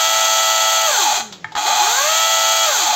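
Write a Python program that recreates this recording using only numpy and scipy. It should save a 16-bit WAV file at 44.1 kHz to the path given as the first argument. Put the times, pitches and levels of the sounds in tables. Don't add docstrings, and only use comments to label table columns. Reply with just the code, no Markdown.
import sys
import numpy as np
from scipy import signal
from scipy.fft import rfft, irfft
from scipy.io import wavfile
from scipy.ndimage import uniform_filter1d

SR = 44100
rng = np.random.default_rng(int(sys.argv[2]) if len(sys.argv) > 2 else 0)


def persist_wave(psi):
    counts = np.round(np.clip(psi, -1, 1) * 32767).astype(np.int16)
    wavfile.write(sys.argv[1], SR, np.atleast_2d(counts).T)


N = 130095
TIME_S = np.arange(N) / SR


def amp(db):
    return 10 ** (np.asarray(db) / 20)


def unit(x):
    return x / np.sqrt(np.mean(x ** 2) + 1e-20)


def curve(points, at, axis=1):
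    table = np.array(points, float)
    return np.interp(at, table[:, 0], table[:, axis])


def spectrum(points, hz):
    f, value = np.transpose(points)
    return np.interp(np.log(hz + 1), np.log(f), value)


def colour(x, points):
    size = 8192
    log_gain = np.log(amp(spectrum(points, abs(np.fft.fftfreq(size, 1 / SR)))))
    taps = np.fft.ifft(np.exp(signal.hilbert(log_gain).conj())).real[:size // 2]
    return signal.fftconvolve(x, taps / np.linalg.norm(taps))[:N]


def wander(hz):
    f = np.fft.rfftfreq(N, 1 / SR)
    return unit(irfft(rfft(rng.standard_normal(N)) / (1 + (f / hz) ** 2), N))


def tail(x, decays):
    hz, t, z = signal.stft(rng.standard_normal(SR), SR, nperseg=256)
    decay = np.exp(-np.log(1000) * t / spectrum(decays, hz)[:, None])
    taps = signal.istft(z * decay, SR)[1]
    taps[:SR // 200] = 0
    return signal.fftconvolve(x, taps / np.linalg.norm(taps))[:N]


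# [t/s, f/Hz]
SHAFT_SPEED = [(0, 109.25), (.108, 109.4), (.856, 109.55), (.87, 107.7), (.898, 99.9), (.982, 71.7),
               (1.02, 60.7), (1.112, 38.5), (1.2, 17), (1.228, 0), (1.555, 0), (1.58, 15.5), (1.65, 17.5),
               (1.675, 27), (1.7, 33.2), (1.8, 54.7), (1.88, 71.5), (1.992, 90.9), (2.092, 105.9),
               (2.156, 108.6), (2.33, 109.6), (2.652, 109.8), (2.702, 98.9), (2.764, 77.3), (2.858, 49.5),
               (2.95, 28)]
FLUTTER, FULL_LOAD_TURNS_PER_S2 = .001, 240


def shaft():
    steady = curve(SHAFT_SPEED, TIME_S)
    acceleration = uniform_filter1d(np.gradient(steady) * SR, size=1500)
    load = np.clip(acceleration / FULL_LOAD_TURNS_PER_S2, -1, 1)
    speed = steady * (1 + FLUTTER * wander(hz=24.56))
    return speed, np.cumsum(speed) / SR, load


# [multiple of shaft speed (rounded), relative level/dB at full speed, power of speed]
DRIVE_ORDERS = [(3, -34, 0.35), (5, -17.5, 5.2), (6, -2, 1.8), (7, -5.5, 12), (8, -5.5, 12), (9, -14, 2.6),
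                (11, -11, 3.9), (12, 2.5, 3.8), (13, -6, 4.9), (15, -17, 2.8), (16, -17.5, 2),
                (17, -10, 4.5), (18, -8.5, 0.48), (19, -22.5, 6), (21, -10.5, 3.8), (23, -18.5, 1),
                (25, -8, 5.9), (27, -9, 4.9), (30, 0.5, 7), (31, -18, 7), (33, -49, 7), (42, -14, 6.5),
                (87.5, -31, 6)]
# [f/Hz, relative level/dB]
HOUSING = [(40, -60), (130, -21), (250, -9.5), (380, -3), (470, -10), (535, -11), (570, 2), (610, 1),
           (680, -4), (750, -1.5), (850, 17), (950, -2), (1100, 4), (1230, -2), (1315, -1.5), (1450, 5.5),
           (1620, 3.5), (1750, -7), (1950, -4), (3000, -13.5), (3300, -6), (5000, -20)]
WHINE_DB, LOAD_WHINE_DB = -25, 0.5
WHINE_ROUGH, LOAD_ROUGH, LOAD_JITTER_TURNS = 0.075, 0.28, .04


def whine(speed, turns, load):
    full, out = speed.max(), np.zeros(N)
    rough = WHINE_ROUGH + LOAD_ROUGH * abs(load)
    for multiple, db, power in DRIVE_ORDERS:
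        k = round(multiple)
        body_db = spectrum(HOUSING, k * speed) - spectrum(HOUSING, k * full)
        level = amp(db + body_db) * (speed / full) ** power
        level *= 1 + rough * wander(hz=32.5)
        cycles = k * turns + rng.random() + LOAD_JITTER_TURNS * load * wander(hz=45.3)
        out += level * np.sin(2 * np.pi * cycles)
    return np.sqrt(2) * amp(WHINE_DB + LOAD_WHINE_DB * load) * out


TEETH = 6


def link_hits(turns, spread_db):
    contacts = np.diff(np.floor(turns * TEETH), prepend=0)
    return contacts * amp(spread_db * rng.standard_normal(N).clip(-2, 2))


# [f/Hz, relative density/dB per Hz]
CLATTER = [(60, -35.5), (200, -27.5), (360, -27.5), (500, -15.5), (600, -8), (780, 0), (1050, -3),
           (1280, -2), (1700, -4.5), (2200, -3), (2450, 2), (2800, -2), (3250, 7), (3700, 5.5), (4100, 5.5),
           (4700, 5.5), (4900, -3.5), (5900, 2), (6200, 10), (6900, 7), (7600, 5.5), (7750, -4),
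           (8450, -6.5), (8700, -24.5), (11450, -22.5), (16000, -35.5)]
# [f/Hz, relative level/dB]
CLATTER_BY_SPEED = [(0, -60), (4, -16), (12, -10.5), (25, -2), (35, -3.5), (60, 0), (110, -1)]
# [f/Hz, relative density/dB per Hz]
FIZZ = [(9000, -47), (11400, -30), (11650, 3), (12600, -4), (14000, 1), (15800, -1.5)]
CLATTER_DB, SHAKE_DB, TURN_DEPTH = -18, 0.71, 0.038
LINK_SHARE, LINK_SPREAD_DB, LINK_DECAY_S = 0.077, 6, 0.0023
FIZZ_DB, FIZZ_POWER = -29, 0.23


def clatter(speed, turns):
    decay = np.exp(-1 / (LINK_DECAY_S * SR))
    bursts = signal.lfilter([1], [1, -decay], link_hits(turns, LINK_SPREAD_DB))
    grain = LINK_SHARE * unit(bursts / np.sqrt(speed + 10)) + 1 - LINK_SHARE
    level = amp(curve(CLATTER_BY_SPEED, speed) + SHAKE_DB * wander(hz=50))
    level *= 1 + TURN_DEPTH * np.cos(2 * np.pi * turns)
    rub = unit(grain) * level * rng.standard_normal(N)
    fizz = colour(rub * (speed / speed.max()) ** FIZZ_POWER, FIZZ)
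    return amp(CLATTER_DB) * colour(rub, CLATTER) + amp(FIZZ_DB) * fizz


# [f/Hz, t60/s]
STEEL = [(200, 0.046), (900, 0.087), (2500, 0.099), (4000, .18), (6800, 0.28), (14000, 0.17)]
STEEL_DB = -10


def steel_ring(chain):
    return (chain + amp(STEEL_DB) * tail(chain, STEEL)) / np.hypot(1, amp(STEEL_DB))


# [f/Hz, width/Hz, relative level/dB]
BAR_MODES = [(729, 43, -4.5), (818, 120, -2), (855, 32.6, 1), (1204, 90, -9.5), (1480, 170, -11),
             (1950, 250, -14), (2493, 75, -13), (3280, 160, -10.5), (4100, 120, -10.5)]
# [f/Hz, relative level/dB]
SLAP_BY_SPEED = [(0, -60), (4, -5), (15, -2), (28, 2), (47, 0.5), (58, -1.5), (72, -2), (85, -9),
                 (100, -16.5), (110, -13.5)]
SLAP_DB, LOAD_SLAP_DB, SLAP_SPREAD_DB, NOSE_LAG_TURNS = -19.5, 1.5, 2.5, .07


def slap(speed, turns, load):
    blows = link_hits(turns, SLAP_SPREAD_DB) + link_hits(turns + NOSE_LAG_TURNS, SLAP_SPREAD_DB)
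    hits = blows * rng.choice([-1, 1], N) / np.sqrt(speed + 2)
    t, ring = TIME_S[:SR // 4], np.zeros(SR // 4)
    for k, (hz, width_hz, db) in enumerate(BAR_MODES):
        mode = np.exp(-np.pi * width_hz * t) * np.sin(2 * np.pi * hz * t)
        ring += (-1) ** k * amp(db) * np.sqrt(width_hz) * mode
    level = amp(SLAP_DB + curve(SLAP_BY_SPEED, speed) + LOAD_SLAP_DB * load)
    return signal.fftconvolve(unit(hits) * level, ring / np.linalg.norm(ring))[:N]


# [t/s, knock level/dB, knock centre f/Hz, tick level/dB, tick time constant/s]
CLICKS = [(1.324, -42, 1500, -29, 0.019), (1.444, -10.5, 1910, -40, 0.0098),
          (1.52, -27.5, 800, -37.5, .015), (1.552, -12.5, 1270, -24.5, 0.012),
          (1.564, -9.5, 1220, -28, 0.0036)]
# [f/Hz, relative level/dB, t60/s]
CASE_MODES = [(715, -3.5, 0.089), (872, 4.5, 0.084), (1000, -7, 0.072), (1254, 1, 0.027), (1620, -2, 0.027),
              (1796, 0, 0.04), (2200, 0, 0.015), (3230, -7.5, 0.049), (3730, -12, 0.032)]
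# [f/Hz, relative density/dB per Hz]
TICK = [(50, -42), (200, -27), (500, -5), (800, 7), (2500, -2), (3800, 12), (5500, 0), (7500, 1),
        (9000, -31), (11400, -32), (12000, -19), (16000, -20)]
KNOCK_WIDTH_OCTAVES = 0.57


def clicks():
    knocks, ticks = np.zeros(N), np.zeros(N)
    for start, knock_db, centre_hz, tick_db, decay_s in CLICKS:
        t = np.maximum(TIME_S - start, 0)
        for k, (hz, db, t60) in enumerate(CASE_MODES):
            reach = 1 / (1 + (np.log2(hz / centre_hz) / KNOCK_WIDTH_OCTAVES) ** 2)
            mode = np.exp(-np.log(1000) * t / t60) * np.sin(2 * np.pi * hz * t)
            knocks += (-1) ** k * .5 * reach * amp(knock_db + db) * mode
        ticks += amp(tick_db) * (t > 0) * np.exp(-t / decay_s)
    return knocks + colour(ticks * rng.standard_normal(N), TICK)


# [t/s, f/Hz, level/dB before waver]
HUM = [(1.15, 235, -60), (1.24, 221.7, -41), (1.33, 196.8, -47), (1.45, 162.2, -47), (1.53, 158, -48),
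       (1.6, 145, -65)]
HUM_OCTAVE_DB, HUM_WAVER = -5, .25


def hum():
    phase = 2 * np.pi * np.cumsum(curve(HUM, TIME_S)) / SR
    sounding = (TIME_S > HUM[0][0]) * (TIME_S < HUM[-1][0])
    level = amp(curve(HUM, TIME_S, axis=2)) * sounding * (1 + HUM_WAVER * wander(hz=30))
    return level * (np.sin(phase) + amp(HUM_OCTAVE_DB) * np.sin(2 * phase))


# [f/Hz, t60/s]
YARD = [(200, 0.33), (900, 0.35), (2000, 0.43), (4000, 0.36), (7000, 0.36), (14000, 0.26)]
YARD_DB = -9.5


def yard_echo(saw):
    return amp(YARD_DB) * tail(saw, YARD)


# [f/Hz, relative density/dB per Hz]
AIR = [(20, -47), (60, -16.5), (130, -13), (400, -2.5), (900, -11.5), (2500, -15), (7000, -18), (9000, -47),
       (16000, -42)]
AIR_DB = -47.5
# [t/s, level/dB]
RUMBLE_LEVEL = [(0, -64), (.15, -69), (.175, -46), (.22, -75), (1.05, -70), (1.2, -57), (1.32, -48.5),
                (1.4, -55), (1.47, -51), (1.56, -60), (1.75, -70), (2.95, -74)]
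# [f/Hz, relative density/dB per Hz]
RUMBLE = [(30, -22), (60, -25), (95, 7), (170, 3), (300, -8), (600, -12), (2000, -55)]


def background():
    air = amp(AIR_DB) * colour(rng.standard_normal(N), AIR)
    return air + amp(curve(RUMBLE_LEVEL, TIME_S)) * colour(rng.standard_normal(N), RUMBLE)


def scene():
    speed, turns, load = shaft()
    chain = steel_ring(clatter(speed, turns))
    rattle = chain + slap(speed, turns, load) + clicks()
    tones = whine(speed, turns, load) + hum()
    saw = rattle + tones
    return (saw + yard_echo(saw) + background())[None]


EDGE_HZ = 15800


def record(dry):
    taps = signal.firwin(1023, EDGE_HZ, window=("kaiser", 9), fs=SR)
    return signal.oaconvolve(dry, taps[None], "same")


dry = scene()
out = record(dry)
persist_wave(out)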